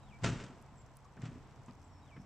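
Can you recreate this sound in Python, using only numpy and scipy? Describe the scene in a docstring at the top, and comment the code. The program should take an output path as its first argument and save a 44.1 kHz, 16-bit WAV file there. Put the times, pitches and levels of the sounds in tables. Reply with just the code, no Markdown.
"""In a garden, a small woodpecker hops along a wooden plank. Each hop is a quick cluster of impacts that
excite the wood's damped modes, with friction noise from claws and feathers. Seeds tick and rustle and
the beak taps lightly. Distant birds whistle gliding tones, which posts and trees scatter as they do the
hops. Beneath it all lie a low outdoor rumble, far engines and a few puffs of air."""
import sys
import numpy as np
from scipy import signal
from scipy.fft import rfft, irfft
from scipy.io import wavfile
from scipy.ndimage import uniform_filter1d

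SR = 44100
rng = np.random.default_rng(int(sys.argv[2]) if len(sys.argv) > 2 else 0)


def log_audio(samples):
    """Write samples as a 16-bit WAV file to the path given in sys.argv[1]."""
    # one column per channel
    frames = np.atleast_2d(samples).T
    # limit to full scale, then quantise
    limited = np.clip(frames, -1, 1)
    pcm = np.round(limited * 32767).astype(np.int16)
    wavfile.write(sys.argv[1], SR, pcm)


N = 99225


def undb(db):
    return 10 ** (np.asarray(db) / 20)


def unit(x):
    return x / np.sqrt(np.mean(x ** 2))


def pan(x, db):
    return x * undb(np.array([[db], [-db]]) / 2)


def antiphase(side):
    return side * np.array([[1], [-1]])


def bins():
    return np.maximum(np.arange(N + 1) * SR / (2 * N), 1)


def curve(points):
    """Gain per frequency bin from (f/Hz, level/dB) points."""
    hz, db = np.array(points).T
    return undb(np.interp(np.log(bins()), np.log(hz), db))


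def low_cut(hz):
    """Third-order Butterworth high-pass gain."""
    return 1 / np.sqrt(1 + (hz / bins()) ** 6)


def shape(x, gain):
    """Filtering as multiplication of the spectrum."""
    return irfft(rfft(x, 2 * N) * gain)[..., :N]


def ring(x, response):
    return signal.fftconvolve(x, response)[:N]


def walk(rate_hz):
    """Smooth random fluctuation of unit RMS."""
    hold = int(SR / rate_hz)
    steps = np.repeat(rng.standard_normal(N // hold + 1), hold)
    return unit(uniform_filter1d(uniform_filter1d(steps, hold), hold)[:N])


# Ambient spectrum, and its side-to-mid ratio (f/Hz, level/dB)
AIR_SPECTRUM = [(12, -23.5), (22, 0), (48, 0.5), (105, 3), (182, -4), (289, -9), (400, -11.5), (624, -11),
                (780, -8), (991, -9), (1380, -16.5), (2000, -22), (2800, -26.5), (4300, -32.5), (5500, -32),
                (6200, -37), (7700, -30.5), (9250, -45.5), (10500, -55.5), (15000, -48)]
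AIR_SIDE = [(25, 2.5), (60, -9), (130, -10), (500, -12), (1000, -19), (2000, -7), (4000, -2.5),
            (8000, -1.5)]
# Slow course of the ambience (t/s, level/dB)
AIR_LEVEL = [(0, -58), (.6, -58), (1.0, -59.5), (1.5, -58.5), (2.25, -59.5)]

def air(t):
    """Ambient noise: rumble and hiss, partly coherent between left and right."""
    mid, side = (unit(shape(rng.standard_normal(N), curve(AIR_SPECTRUM))) for _ in range(2))
    level_db = np.interp(t, *np.array(AIR_LEVEL).T) - 0.25 * walk(5.23)
    return undb(level_db) * (mid + antiphase(shape(side, curve(AIR_SIDE))))


# Engine tones (start t/s, end t/s, f/Hz, level/dB)
ENGINE_TONES = [(-.2, 2.5, 136, -65), (-.2, .25, 209, -68.5), (1.749, 2.5, 87, -62.5),
                (1.75, 2.2, 291, -69.5), (1.75, 2.6, 253, -73.5)]

def engines(t):
    """Far engines drone as low tones under random amplitude and frequency modulation."""
    out = np.zeros(N)
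    for start, end, hz, db in ENGINE_TONES:
        gate = np.clip(np.minimum(t - start, end - t) / 0.055, 0, 1)
        amplitude = np.sqrt(2) * undb(db + 2 * walk(12.3))
        pitch = hz * (1 + 0.0167 * walk(20))
        out += gate * amplitude * np.sin(2 * np.pi * np.cumsum(pitch) / SR)
    return out


# Puffs of air (peak t/s, Gaussian width/s, level/dB) and their spectrum (f/Hz, level/dB)
AIR_PUFFS = [(.25, 0.018, -52), (0.306, 0.053, -43), (1.38, 0.055, -53.5)]
PUFF_SPECTRUM = [(15, -33), (42, -9), (70, -12), (130, -9), (400, -76)]

def puffs(t):
    """Moving air: low-frequency pressure fluctuations swell and fade."""
    envelope = sum(undb(db) * np.exp(-.5 * ((t - peak) / width) ** 2) for peak, width, db in AIR_PUFFS)
    noise = rng.standard_normal(N) + .5 * rng.standard_normal((2, N))
    return pan(envelope * unit(shape(noise, curve(PUFF_SPECTRUM))), db=2)


def garden(x, t, side_db, low_t60_s=0.97, high_t60_s=0.16):
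    """Reverberation by scattering from posts and trees; the treble dies first."""
    low = 1 / (1 + (bins() / 1200) ** 2)
    build_up = (1 - np.exp(-t / 0.0067)) / np.sqrt(SR * 0.034)

    def tail():
        return build_up * sum(shape(rng.standard_normal(N), band) * undb(-60 * t / t60)
                              for band, t60 in ((low, low_t60_s), (1 - low, high_t60_s)))

    mid, side = ring(x, tail()), ring(x, tail())
    return mid + undb(side_db) * antiphase(side)


# Whistle contours (t/s from onset, f/Hz, level/dB)
SLUR = [(0, 3950, -48), (0.023, 3866, -13), (0.054, 3810, -18.5), (.09, 3200, -10), (0.109, 2490, -8.5),
        (0.126, 2290, 0), (0.149, 2270, -1.5), (.175, 2400, -18)]
SEEP = [(0, 8100, -14), (0.014, 7680, 0), (0.039, 7580, 1), (.055, 7270, 3.5), (.072, 7960, -18.5)]
THIN = [(0, 5720, -8), (.025, 5520, -1), (.06, 5380, -1), (.12, 5470, -4)]
TWITTER = [(0, 7800, -9), (.012, 7400, 3), (0.022, 7950, 0), (0.026, 7350, 17), (0.035, 7900, 2.5),
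           (.042, 7450, 0), (.049, 7850, 3), (0.057, 7350, 10), (.066, 8000, -6)]
# Distant calls (t/s, level/dB, contour)
BIRD_CALLS = [(.007, -59.5, SLUR), (.757, -69.5, SEEP), (1.773, -80.5, THIN), (1.82, -80, TWITTER),
              (1.901, -75.5, THIN), (2.002, -61.5, SLUR), (2.12, -78.5, THIN)]

def birds(t, waver=0.0066):
    """Whistles are frequency-modulated pure tones, with a reverberant tail from the trees."""
    out = np.zeros(N)
    for onset, call_db, contour in BIRD_CALLS:
        times, hz, db = np.array(contour).T
        gate = uniform_filter1d(1. * ((t > onset) & (t < onset + times[-1])), size=200)
        pitch = np.interp(t - onset, times, hz) * (1 + waver * walk(270))
        amplitude = undb(call_db + np.interp(t - onset, times, db))
        out += gate * amplitude * np.sin(2 * np.pi * np.cumsum(pitch) / SR)
    return out + undb(-2) * garden(out, t, side_db=-8.5)


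# Spectrum of shifting seed (f/Hz, level/dB)
SEED_SPECTRUM = [(1500, -25), (4500, -6), (7800, 0), (9500, -13), (15000, -21)]

def seed_rustle(t, pops_per_s=70, decay_s=0.0011, level_db=-82.5):
    """Shot noise: loose seeds shift at random instants, each with a tiny snap."""
    pops = (rng.random((2, N)) < pops_per_s / SR) * rng.standard_normal((2, N))
    snap = rng.standard_normal(N) * np.exp(-t / decay_s)
    rustle = np.array([ring(near + .5 * far, snap) for near, far in (pops, pops[::-1])])
    return undb(level_db) * unit(shape(rustle, curve(SEED_SPECTRUM)))


# Husk snaps and beak taps (t/s, level/dB, centre f/Hz, width/octaves, decay/s, left over right/dB)
SEED_TICKS = [(.6165, -67, 9100, 0.7, 0.00083, -11.5), (0.6248, -58, 7600, 0.35, 0.00065, -9),
              (0.956, -67, 10500, .4, 0.00054, -3), (0.9694, -51.5, 9350, 0.68, .001, -9),
              (1.045, -69, 5450, .4, 0.009, 4), (1.051, -60.5, 1150, 0.12, 0.019, 1),
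              (1.062, -72, 8400, .5, 0.00083, 5), (1.171, -56.5, 1250, 0.63, 0.0084, 1.5),
              (1.427, -70, 5030, 0.38, 0.0032, 11.5), (1.5105, -68, 6000, .4, 0.0022, 0),
              (1.661, -62.5, 6800, 0.29, 0.0031, -6), (1.685, -50.5, 1070, 0.23, 0.011, 1),
              (1.71, -64, 4200, 0.6, 0.0015, -14), (2.164, -60.5, 1680, 0.43, 0.018, 3)]

def ticks(t):
    """Band-limited transients: seed husks snap and the beak taps lightly."""
    out = np.zeros((2, N))
    for onset, db, hz, octaves, decay, pan_db in SEED_TICKS:
        snap = rng.standard_normal(N) * (t >= onset) * np.exp(-abs(t - onset) / decay)
        band = unit(np.exp(-.5 * (np.log2(bins() / hz) / octaves) ** 2))
        out += pan(undb(db) * shape(snap, band), pan_db)
    return out


# Modes of the plank (f/Hz, level/dB, T60/s)
PLANK_MODES = [(82.7, -17, 0.088), (123, 2.5, 0.15), (151, -0.5, 0.14), (190.2, -6, 0.2), (238.8, -1, 0.12),
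               (310, -17, 0.24), (412, -11.5, 0.13), (680.3, -4, 0.094), (812, -10, 0.16), (944, -8.5, .16),
               (1345, -1, 0.083), (1554, -15, 0.13), (1540, -18, 0.06), (2270, -19, 0.16)]

def plank(t, in_phase_below_hz=350):
    """Modal superposition gives the impulse response: low modes start in phase, higher ones alternate."""
    out = np.zeros(N)
    for k, (hz, db, t60) in enumerate(PLANK_MODES):
        sign = 1 if hz < in_phase_below_hz else (-1) ** k
        out += sign * undb(db - 60 * t / t60) * np.cos(2 * np.pi * hz * t)
    return out


# Spectrum of rough contact, in scuffles and knocks alike (f/Hz, level/dB)
CONTACT_SPECTRUM = [(150, 2.5), (400, 0), (800, -6.5), (1500, -1.5), (2800, -3), (4200, -9), (5500, -8),
                    (8000, -9), (9000, -25), (10300, -39.5), (15000, -60.5)]
# Strokes of claws and feathers (t/s, level/dB, attack/s, decay/s, tilt/(dB per octave))
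SCUFFLES = [(0.208, -56, 0.017, 0.051, -3), (0.233, -32.5, 0.0099, 0.021, -2),
            (0.255, -38.5, 0.0067, 0.043, -1.7), (.286, -55, 0.0011, 0.0017, 11),
            (0.318, -47.5, 0.0027, 0.1, -2.5), (0.391, -48.5, 0.012, 0.035, -3.5),
            (0.438, -49.5, 0.00071, 0.0053, 1.5), (0.461, -56.5, 0.0039, 0.0033, 0),
            (1.166, -55.5, 0.0043, 0.027, -10), (1.208, -55, 0.012, 0.052, -4.5),
            (1.2191, -48, .001, 0.001, 0), (1.236, -54, 0.0026, 0.046, -4), (1.253, -50, 0.0025, 0.017, -3),
            (1.3, -65, 0.018, 0.19, -3.5), (1.678, -58, .008, 0.021, -4.5), (2.161, -53, 0.0065, 0.005, -8)]

def scuffles(t, grains_per_s=2000, rub_gain=0.79, wood_db=-13.5):
    """Friction noise: bursts of tiny scratches and rubbing, partly coloured by the wood's resonances."""
    out, wood = np.zeros(N), rfft(plank(t), 2 * N)
    for onset, db, attack, decay, tilt in SCUFFLES:
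        grains = (rng.random(N) < grains_per_s / SR) * np.sign(rng.standard_normal(N))
        grains *= np.exp(.4 * rng.standard_normal(N))  # log-normal strengths
        friction = unit(unit(grains) + rub_gain * rng.standard_normal(N))
        age = t - onset
        envelope = np.clip(age / attack, 0, 1) * np.exp(-np.maximum(age - attack, 0) / decay)
        colour = unit(curve(CONTACT_SPECTRUM) * undb(tilt * np.log2(np.maximum(bins(), 700))))
        out += undb(db) * shape(friction * envelope, colour + undb(wood_db) * unit(colour * wood))
    return out


# Side-to-mid ratio of the scuffles (f/Hz, level/dB)
SCUFFLE_SIDE = [(100, -17), (500, -50), (1200, -20.5), (2800, -13.5), (5500, -10), (8500, -3)]

def scuffle_width(t):
    """Decorrelation: independent scratches in antiphase widen the scuffles."""
    return antiphase(shape(scuffles(t), curve(SCUFFLE_SIDE)))


# Impacts on the plank (t/s, level/dB, contact time/ms, bass cutoff of the struck spot f/Hz)
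IMPACTS = [(.227, -33, 2.04, 90), (0.2447, -35, 0.22, 70), (0.261, -39.5, 0.18, 170), (0.288, -33, 1.1, 80),
           (.3015, -35, 1, 90), (0.329, -43, 0.73, 90), (0.3606, -42.5, 0.64, 99), (.369, -41, 2.85, 84),
           (0.408, -55, 0.73, 230), (0.442, -45.5, 0.91, 220), (0.501, -45.5, 0.82, 220),
           (0.724, -50.5, 1.15, 190), (1.171, -55, 0.94, 170), (1.196, -44.5, 1.2, 170),
           (1.219, -50.5, 1.4, 160), (1.236, -35.5, 1.32, 95), (1.28, -42.5, 0.95, 270),
           (1.288, -40.5, 1.67, 110), (1.318, -46.5, 0.72, 216), (1.36, -46, 0.86, 220),
           (1.379, -46.5, 0.85, 270), (1.595, -44, 2.44, 88.6), (1.683, -48, 0.87, 170),
           (1.692, -40, 1.34, 230), (2.164, -49.5, 0.84, 220), (2.179, -46.5, 0.96, 150),
           (2.2, -41, 1.67, 180)]

def knocks(t, wood_top_hz=3700, crack_db=-11.5, crack_decay_s=.007):
    """Impact excitation: each knock rings the plank; a longer contact leaves only the low modes."""
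    out = np.zeros(N)
    wood = rfft(plank(t), 2 * N) * (1 - low_cut(wood_top_hz))
    for onset, db, contact_ms, bass_hz in IMPACTS:
        crack = rng.standard_normal(N) * np.exp(-t / crack_decay_s)  # rough contact noise
        response = wood + undb(crack_db) * rfft(crack, 2 * N) * unit(curve(CONTACT_SPECTRUM))
        delay = np.exp(-2j * np.pi * bins() * onset)
        force = delay / (1 + (bins() * contact_ms * np.pi / 1000) ** 4)
        out += undb(db) * irfft(response * force * low_cut(bass_hz))[:N]
    return out


def scene():
    """Superposition of the background, the hops and their scattered sound."""
    t = np.arange(N) / SR
    hops = knocks(t) + scuffles(t)
    direct = pan(hops, db=0.3) + scuffle_width(t)
    scattered = undb(-11.5) * garden(shape(hops, low_cut(hz=226)), t, side_db=-16)
    return direct + scattered + ticks(t) + birds(t) + air(t) + engines(t) + puffs(t) + seed_rustle(t)


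def record(dry, top_hz=15200):
    """Band limiting: a steep elliptic low-pass removes the highest treble."""
    return signal.sosfilt(signal.ellip(8, .2, 70, top_hz, fs=SR, output="sos"), dry)


dry = scene()
out = record(dry)
log_audio(out)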